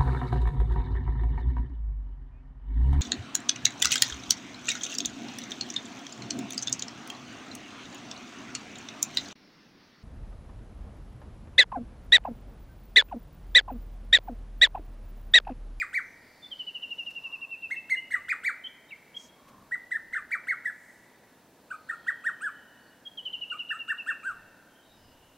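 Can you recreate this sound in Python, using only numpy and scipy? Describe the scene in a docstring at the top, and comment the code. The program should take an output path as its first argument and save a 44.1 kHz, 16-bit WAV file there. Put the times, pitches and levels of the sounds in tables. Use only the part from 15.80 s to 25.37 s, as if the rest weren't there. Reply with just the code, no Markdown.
"""A cuckoo sings five phrases of short humped whistles: the first two alike, then each lower than the last.
Soon after the start a smaller bird trills, then chirps, and it trills again near the end.
Far calls, a buzz and a broad high rustle, made of bands of noise, come and go; two small dry ticks are heard.
The near birds are gliding sine tones with overtones; a wooded hillside echoes and scatters them.
Under it all lie a soft rush of air, puffs of breeze and microphone hiss, all made of coloured noise."""
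import sys
import numpy as np
from scipy import signal
from scipy.fft import rfft, irfft, next_fast_len
from scipy.io import wavfile
from scipy.ndimage import map_coordinates

SR = 44100
rng = np.random.default_rng(int(sys.argv[2]) if len(sys.argv) > 2 else 0)


def to_wav(s):
    """Save 16-bit WAV."""
    ch = np.atleast_2d(s).T  # columns
    pcm = np.round(np.clip(ch, -1, 1) * 32767)  # PCM
    wavfile.write(sys.argv[1], SR, pcm.astype(np.int16))


N = 422037

REST_HZ = 1127.5  # resting pitch of the syrinx, the cuckoo's voice organ


def amp(db):
    """Decibels to gain."""
    return 10 ** (np.asarray(db) / 20)


def unit(x):
    """Scale x to an average strength (rms) of 1."""
    return x / np.sqrt(np.mean(x ** 2) + 1e-20)


def along(points, hz):
    """Read a curve of (pitch [Hz], value) points at any pitch, on a log pitch axis."""
    f, v = np.transpose(points)
    return np.interp(np.log(hz + 1), np.log(f + 1), v)


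def clock(length):
    """Sample times [s] of a sound of this length [s]."""
    return np.arange(int(length * SR)) / SR


def wobble(rate, size):
    """A smooth random curve through `rate` random points a second."""
    points = rng.standard_normal(int(size * rate / SR) + 4)
    return map_coordinates(points, [np.arange(size) * rate / SR])


def filtered(x, response):
    """Multiply the spectrum of x by a response that depends on frequency."""
    n = x.shape[-1]
    m = next_fast_len(n + 8192)
    spectrum = rfft(x, m) * response(np.fft.rfftfreq(m, 1 / SR))
    return irfft(spectrum, m)[..., :n]


def noise(spectrum, shape):
    """Random noise of rms 1, coloured by (frequency [Hz], relative level [dB]) points."""
    white = rng.standard_normal(shape)
    return unit(filtered(white, lambda hz: amp(along(spectrum, hz))))


def add(track, s, sound):
    """Mix a sound into the track at time s, leaving out what falls outside."""
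    at = round(s * SR) + np.arange(len(sound))
    inside = (at >= 0) & (at < N)
    track[at[inside]] += sound[inside]


def phase_of(hz):
    """Running phase of a pitch curve."""
    return 2 * np.pi * np.cumsum(hz) / SR


def cuckoo(easy_hz=2000, strain_db=-20, plunge_db=-8, plunge_speed=60000, edge=0.0044,
           linger=0.0068, build=0.016, push_db=12, effort_db=6, flutter_db=3.5):
    """Each note leaps from the syrinx's resting pitch to a crest and sinks, some with a second hump."""
    # how throat and beak colour the voice: (frequency [Hz], level [dB])
    throat = [(1100, -11), (1500, 0), (1750, -2.5), (1960, 7.5), (2150, 4), (2400, 6), (3000, -8.5),
              (3600, -4.5), (4500, -5.5), (5400, -6.5), (7000, 1.5), (8200, 13), (9800, -9.5), (11500, -1),
              (15000, -19)]
    # overtones of the voice: (multiple of the pitch, level [dB])
    overtones = [(2, -18.5), (3, -28.5), (4, -35.5), (5, -31.5), (6, -30.5), (7, -32)]
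    # how hard each phrase is pushed: (start [s], overtone level [dB])
    phrases = [(-.1, 1), (1.8, 1), (3.8, -2.5), (5.8, -3), (7.6, -3)]
    # single-humped notes: (crest time [s], tail [s], crest pitch [Hz], rise from half height [s],
    # fall to half height [s], level before throat and strain [dB])
    arches = [(.006, 0.012, 2482, .018, 0.017, -26), (.158, 0.0029, 2334, 0.019, 0.028, -25.5),
              (2.507, 0.0078, 2494, 0.016, 0.016, -24), (2.666, 0.0058, 2343, .021, .023, -25),
              (4.529, 0.0088, 2340, 0.015, 0.018, -26), (4.697, 0.0042, 2210, 0.018, 0.024, -25.5),
              (6.288, 0, 1914, 0.015, 0.015, -23.5), (6.472, 0.0029, 1879, 0.0207, .019, -22.5),
              (6.648, 0.00035, 1722, 0.026, .028, -25), (8.108, 0, 1832, 0.019, 0.015, -24),
              (8.292, 0, 1820, .019, .018, -23.5), (8.470, 0, 1591, 0.025, 0.033, -26.5)]
    # two-humped and flat-topped notes: (first crest time [s], tail [s], time to second crest [s],
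    # first crest [Hz], dip [Hz], second crest [Hz], first level [dB], second level [dB]),
    # levels before throat and strain
    doubles = [(1.916, 0, 0.022, 2065, 2169, 2133, -31, -32),
               (2.107, 0, .036, 2225, 2054, 2086, -30, -24.5),
               (2.318, 0.028, 0.028, 2182, 1648, 1988, -32.5, -23),
               (3.924, 0.0046, 0.021, 1910, 1934, 2021, -29, -31.5),
               (4.122, 0, 0.04, 2017, 1665, 1850, -29.5, -22.5),
               (4.340, .018, 0.028, 2102, 1406, 1812, -29.5, -22),
               (4.860, 0.0034, 0.031, 1970, 1692, 1752, -29.5, -25.5),
               (5.917, 0, .028, 1544, 1170, 1290, -28, -29.5),
               (6.101, 0, 0.037, 1870, 1250, 1416, -26, -30),
               (7.725, 0, 0.033, 1466, 1155, 1247, -31, -30.5),
               (7.917, 0, 0.043, 1795, 1224, 1343, -24, -34)]
    notes = []
    for shape, table in ((arch, arches), (double, doubles)):
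        for s, tail, *row in table:
            notes.append((s, *with_tail(tail, *shape(*row))))

    track = np.zeros(N)
    for s, times, hz, levels in notes:
        force_db = [db for start, db in phrases if start < s][-1]
        knots = times - times[0]
        # the note dies out on its last pitch
        t = clock(knots[-1] + linger)
        path = glide(np.minimum(t, knots[-1]), knots, hz)
        pitch = path * (1 + .003 * wobble(462, size=len(t)))
        # the faster the pitch plunges at the end [Hz/s], the fainter the note ends
        speed = (hz[-2] - hz[-1]) / (knots[-1] - knots[-2])
        cut_db = plunge_db * (speed / plunge_speed) ** 2
        level = np.interp(t, knots, np.r_[levels[:-1], levels[-1] + cut_db])
        gate = np.clip(np.minimum(t / edge, (t[-1] - t) / linger), 0, 1)
        phase = phase_of(pitch)
        # the tone thins when forced above its easiest pitch (strain in dB per octave)
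        strain = strain_db * np.maximum(np.log2(pitch / easy_hz), 0)
        tone = amp(level + strain + along(throat, pitch)) * np.sin(phase)
        # overtones are pushed early in the note and where the pitch is high
        push = push_db * (.5 - t / t[-1])
        effort = effort_db * np.log2(pitch / 2000)
        bright = level.mean() + force_db + push + effort
        # the higher an overtone, the more slowly it builds up and the sooner it dies
        swell = np.clip(np.minimum(t, t[-1] - t) / build, 1e-6, 1)
        for k, db in overtones:
            # each overtone flutters in strength on its own
            flutter = flutter_db * wobble(100.0, size=len(t))
            strength = amp(db + bright + flutter + along(throat, k * pitch))
            tone += strength * swell ** ((k - 1) / 4) * np.sin(round(k) * phase)
        add(track, s + times[0], gate * tone)
    return track


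def arch(crest_hz, rise, fall, db, foot=1.65, attack_db=-14, upstroke_db=-10, downstroke_db=-1.0, release_db=-8):
    """Knots (time from crest [s], pitch [Hz], level [dB]) of a hump that swells while rising to its crest."""
    half_hz = (REST_HZ + crest_hz) / 2
    times = np.array([-foot * rise, -rise, 0, fall, foot * fall])
    hz = np.array([REST_HZ, half_hz, crest_hz, half_hz, REST_HZ])
    levels = db + np.array([attack_db, upstroke_db, 0, downstroke_db, release_db])
    return times, hz, levels


def double(gap, first_hz, dip_hz, second_hz, first_db, second_db, rise=.016, fall=.014, drop_hz=400,
           attack_db=-17, held_db=5, dip_db=-6, release_db=-14):
    """Knots of a two-humped note, as in arch(): it swells over a shallow dip and weakens in a deep one."""
    depth = abs(np.log2(second_hz / dip_hz))  # in octaves
    middle_db = (first_db + second_db) / 2 + np.interp(depth, [.035, .08], [held_db, dip_db])
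    last_hz = max(dip_hz - drop_hz, REST_HZ)
    times = np.array([-rise, 0, gap / 2, gap, gap + fall])
    hz = np.array([REST_HZ, first_hz, dip_hz, second_hz, last_hz])
    levels = np.array([first_db + attack_db, first_db, middle_db, second_db, second_db + release_db])
    return times, hz, levels


def with_tail(tail, times, hz, levels, foot_hz=1282, foot_db=6, fade_db=-1):
    """The most forceful notes do not break off: they sink to a foot and run on to the resting pitch."""
    if tail < .004:  # too short to count
        return times, hz, levels
    times = np.r_[times, times[-1] + tail]
    hz = np.r_[hz[:-1], foot_hz, REST_HZ]
    levels = np.r_[levels[:-1], levels[-1] + foot_db, levels[-1] + fade_db]
    return times, hz, levels


def glide(t, knots, hz):
    """A cubic pitch path through the knots that rounds off at every crest and dip."""
    gap = np.diff(knots)
    slope = np.diff(hz) / gap
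    before, after = slope[:-1], slope[1:]
    # the path is level where the pitch turns around
    turn = np.where(before * after > 0, 2 * before * after / (before + after + 1e-9), 0)
    lean = np.r_[1.45 * slope[0], turn, 1.2 * slope[-1]]
    k = np.clip(np.searchsorted(knots, t) - 1, 0, len(gap) - 1)
    u = (t - knots[k]) / gap[k]
    bend = (1 - u) * (lean[k] - slope[k]) - u * (lean[k + 1] - slope[k])
    return hz[k] + gap[k] * u * (slope[k] + (1 - u) * bend)


def small_bird(second_db=-40, flick_db=-28, flick_hz=4500, flick_s=0.0121):
    """Nearly pure slurs that swell quickly and fade; each falling one opens with a faint upward flick."""
    # single chirps, lead-ins and the first trill's last note:
    # (start [s], length [s], first pitch [Hz], last pitch [Hz], level [dB])
    chirps = [(.616, 0.068, 3530, 3510, -42.5), (1.953, 0.055, 2703, 2617, -31.5),
              (2.156, 0.062, 2860, 2956, -33), (2.834, 0.047, 3090, 3070, -33.5),
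              (2.859, .026, 3200, 3400, -35), (3.084, .031, 3600, 4130, -55.5),
              (3.104, 0.021, 2970, 2250, -42), (3.113, 0.038, 2406, 2020, -37),
              (3.339, 0.033, 3160, 3230, -43.5), (3.361, 0.026, 3204, 3315, -31.5),
              (7.247, 0.058, 3260, 3270, -37.5)]
    track = np.zeros(N)
    for s, length, first_hz, last_hz, db in trill_slurs() + list(chirps):
        u = clock(length) / length
        waver = 1 + 0.014 * wobble(150.5, size=len(u))
        phase = phase_of((first_hz + (last_hz - first_hz) * u) * waver)
        swell = np.sin(np.pi * np.interp(u, [0, .4, 1], [0, .5, 1])) ** 2
        tone = np.sin(phase) + amp(second_db) * np.sin(2 * phase)
        add(track, s, amp(db) * swell * tone)
        if last_hz < first_hz:
            sweep = np.linspace(first_hz, flick_hz, int(flick_s * SR))
            add(track, s, amp(db + flick_db) * np.hanning(len(sweep)) * np.sin(phase_of(sweep)))
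    return track


def trill_slurs(trill_hz=2896, sag_hz_per_s=235, opening_hz=189, settle_s=0.08,
                sweep_hz=522, narrow_s=1.26, note_s=0.0437, stretch_s_per_s=0.024):
    """Trill notes as rows like the chirps: falling slurs, lower, flatter and longer as the trill goes on."""
    # notes of the two trills: (start [s], level [dB])
    trill = [(.708, -33), (.787, -30.5), (0.863, -31.5), (0.94, -31.5), (1.017, -30.5), (1.099, -30),
             (1.176, -29.5), (1.255, -30.5), (1.346, -32.5), (1.43, -32), (1.514, -32), (1.606, -32),
             (1.702, -32), (1.815, -32), (7.369, -33), (7.448, -29), (7.524, -29.5), (7.606, -29.5),
             (7.693, -29), (7.782, -29), (7.883, -28.5), (7.984, -32), (8.075, -30), (8.172, -32.5),
             (8.286, -34.5)]
    slurs = []
    for s, db in trill:
        # time since this trill began
        age = s - min(start for start, _ in trill if s - start < 2)
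        # a higher opening, then a steady sinking
        centre = trill_hz - sag_hz_per_s * age + opening_hz * np.exp(-age / settle_s)
        sweep = sweep_hz * np.exp(-age / narrow_s)
        length = note_s + stretch_s_per_s * age
        slurs.append((s, length, centre + sweep / 2, centre - sweep / 2, db))
    return slurs


def hillside(x, echo_s, echo_db, near_db, far_db, near_t60):
    """The direct sound, one bounce off the slope, scatter from near trees and the long wash of the forest."""
    # how long the forest rings: (frequency [Hz], time to fade by 60 dB [s])
    forest = [(1000, 1.16), (1400, 2.08), (2200, 1.96), (3200, 0.79), (5000, 0.61), (9000, 0.18),
              (15000, 0.04)]
    out = x.copy()
    add(out, echo_s, amp(echo_db) * x)
    hop = SR // 6
    for start in range(0, N, hop):
        # swaying foliage: the tail is drawn afresh every sixth of a second
        hz, t, z = signal.stft(rng.standard_normal(SR), SR, nperseg=256)
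        fading = z * amp(-60 * t / along(forest, hz)[:, None])
        far = signal.istft(fading, SR, nperseg=256)[1][:SR]
        near = rng.standard_normal(SR) * amp(-60 * clock(1) / near_t60)
        # scattered sound starts a little late and builds up
        arrive = np.clip((clock(1) - .005) / 0.0078, 0, 1)
        tail = amp(near_db) * unit(near * arrive) + amp(far_db) * unit(far * arrive)
        tail = tail / np.sqrt(SR)
        # neighbouring pieces overlap and crossfade
        first = max(start - hop, 0)
        piece = x[first:start + hop]
        fade = np.cos(np.pi / 2 * (first + np.arange(len(piece)) - start) / hop)
        add(out, first / SR, signal.fftconvolve(piece * fade, tail))
    return out


def far_sounds(sag_per_s=0.082):
    """Many paths through the trees smear each far sound into a slightly sinking band of noise."""
    # far calls, a buzz and a broad high rustle:
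    # (start [s], length [s], pitch [Hz], width [Hz], level [dB])
    far_rows = [(0.187, 0.22, 6000, 600, -71), (.25, 0.86, 4600, 720, -67), (0.905, 0.82, 5310, 1300, -71),
                (1.359, 0.42, 1077, 190, -61), (3.349, 0.15, 6270, 1600, -57.5),
                (3.529, 0.43, 1100, 186, -60), (4.853, 0.49, 7520, 3500, -69.5),
                (5.755, 0.72, 4280, 520, -72), (6.104, 0.46, 3220, 130, -68), (6.314, 1.0, 3000, 92, -66),
                (6.97, 0.17, 4480, 200, -73), (8.875, 0.24, 3140, 119.3, -67), (9.05, .69, 2910, 220, -68),
                (9.012, 0.21, 3770, 150, -66.5), (9.071, 0.32, 5040, 181, -71)]
    track = np.zeros(N)
    for s, length, pitch_hz, width_hz, db in far_rows:
        t = clock(length)
        white = rng.standard_normal((2, len(t)))
        blur = unit(filtered(white, lambda hz: 1 / (1 + (2 * hz / width_hz) ** 2) ** 0.69))
        # low-pitched noise on a sine and a cosine makes a band around the pitch
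        phase = phase_of(pitch_hz * (1 - sag_per_s * (t - length / 2)))
        band = blur[0] * np.cos(phase) + blur[1] * np.sin(phase)
        add(track, s, amp(db) * np.sin(np.pi * t / length) * band)
    return track


def ticks():
    """Small dry ticks: brief bright rustles of noise that swell and fade."""
    # ticks: (start [s], length [s], level [dB])
    tick_list = [(1.299, 0.024, -56), (3.67, 0.04, -59.5)]
    track = np.zeros(N)
    for s, length, db in tick_list:
        size = int(length * SR)
        rustle = noise([(1500, -6), (5000, -11), (14000, -20)], size)
        add(track, s, amp(db) * np.hanning(size) * rustle)
    return track


def air(air_db=-60, hiss_db=-67, swell_s=3.78, swell_width_s=.16, swell_db=-63.5):
    """A gently wavering rush of air, puffs of breeze, one swell of low rush and the microphones' hiss."""
    # colour of the rush of air: (frequency [Hz], relative level per Hz [dB])
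    air_colour = [(15, -39), (25, -25), (43, -16), (106, -9), (265, -1.5), (366, -7), (620, -6),
                  (816, -9.5), (958, -7), (1100, -14.5), (1780, -14.5), (2040, -18), (3380, -22),
                  (3710, -20), (6000, -27.5), (7800, -37), (13200, -120)]
    # colour of the hiss, separate left and right, dipping between 1.5 and 4.5 kHz: (frequency [Hz], relative
    # level per Hz [dB])
    hiss_colour = [(20, -9), (600, 0), (1500, -6), (4500, -7), (5800, 0), (9000, 0), (15700, -1)]
    rush = amp(air_db + 0.75 * wobble(3, size=N)) * noise(air_colour, N)
    rumble = breeze() * noise([(8, -12), (25, -18), (60, -15.5), (110, -14.5), (400, -69.0)], N)
    swell = amp(swell_db) * np.exp(-((np.arange(N) / SR - swell_s) / swell_width_s) ** 2)
    low_rush = swell * noise([(40, -11.5), (110, -6), (220, 0), (500, -23), (2000, -78)], N)
    hiss = amp(hiss_db) * noise(hiss_colour, (2, N))
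    return rush + rumble + low_rush + hiss


def breeze(calm_db=-88, attack_s=0.084):
    """Strength of the breeze on the microphone: each puff rises quickly and fades back to calm."""
    # puffs: (peak time [s], fade time [s], level [dB])
    puffs = [(.03, 0.43, -66.5), (1.55, 0.35, -80), (2.4, 0.13, -70), (3.82, 0.13, -73), (4.35, .13, -68),
             (8.58, 0.1, -62), (9.26, .22, -61.5)]
    t = np.arange(N) / SR
    strength = amp(calm_db)
    for s, fade, db in puffs:
        strength = strength + amp(db) * np.exp(-np.maximum((s - t) / attack_s, (t - s) / fade))
    return strength


def scene():
    """All the birds are heard from straight ahead."""
    near = hillside(cuckoo(), echo_s=.0095, echo_db=-12, near_db=-10, far_db=-26.0, near_t60=0.29)
    other = hillside(small_bird(), echo_s=.0105, echo_db=-14, near_db=-13, far_db=-17, near_t60=.25)
    return near + other + far_sounds() + ticks() + air()


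def record(dry):
    """The recorder keeps nothing above its band limit."""
    return filtered(dry, lambda hz: hz < 15780)


dry = scene()
out = record(dry)
to_wav(out)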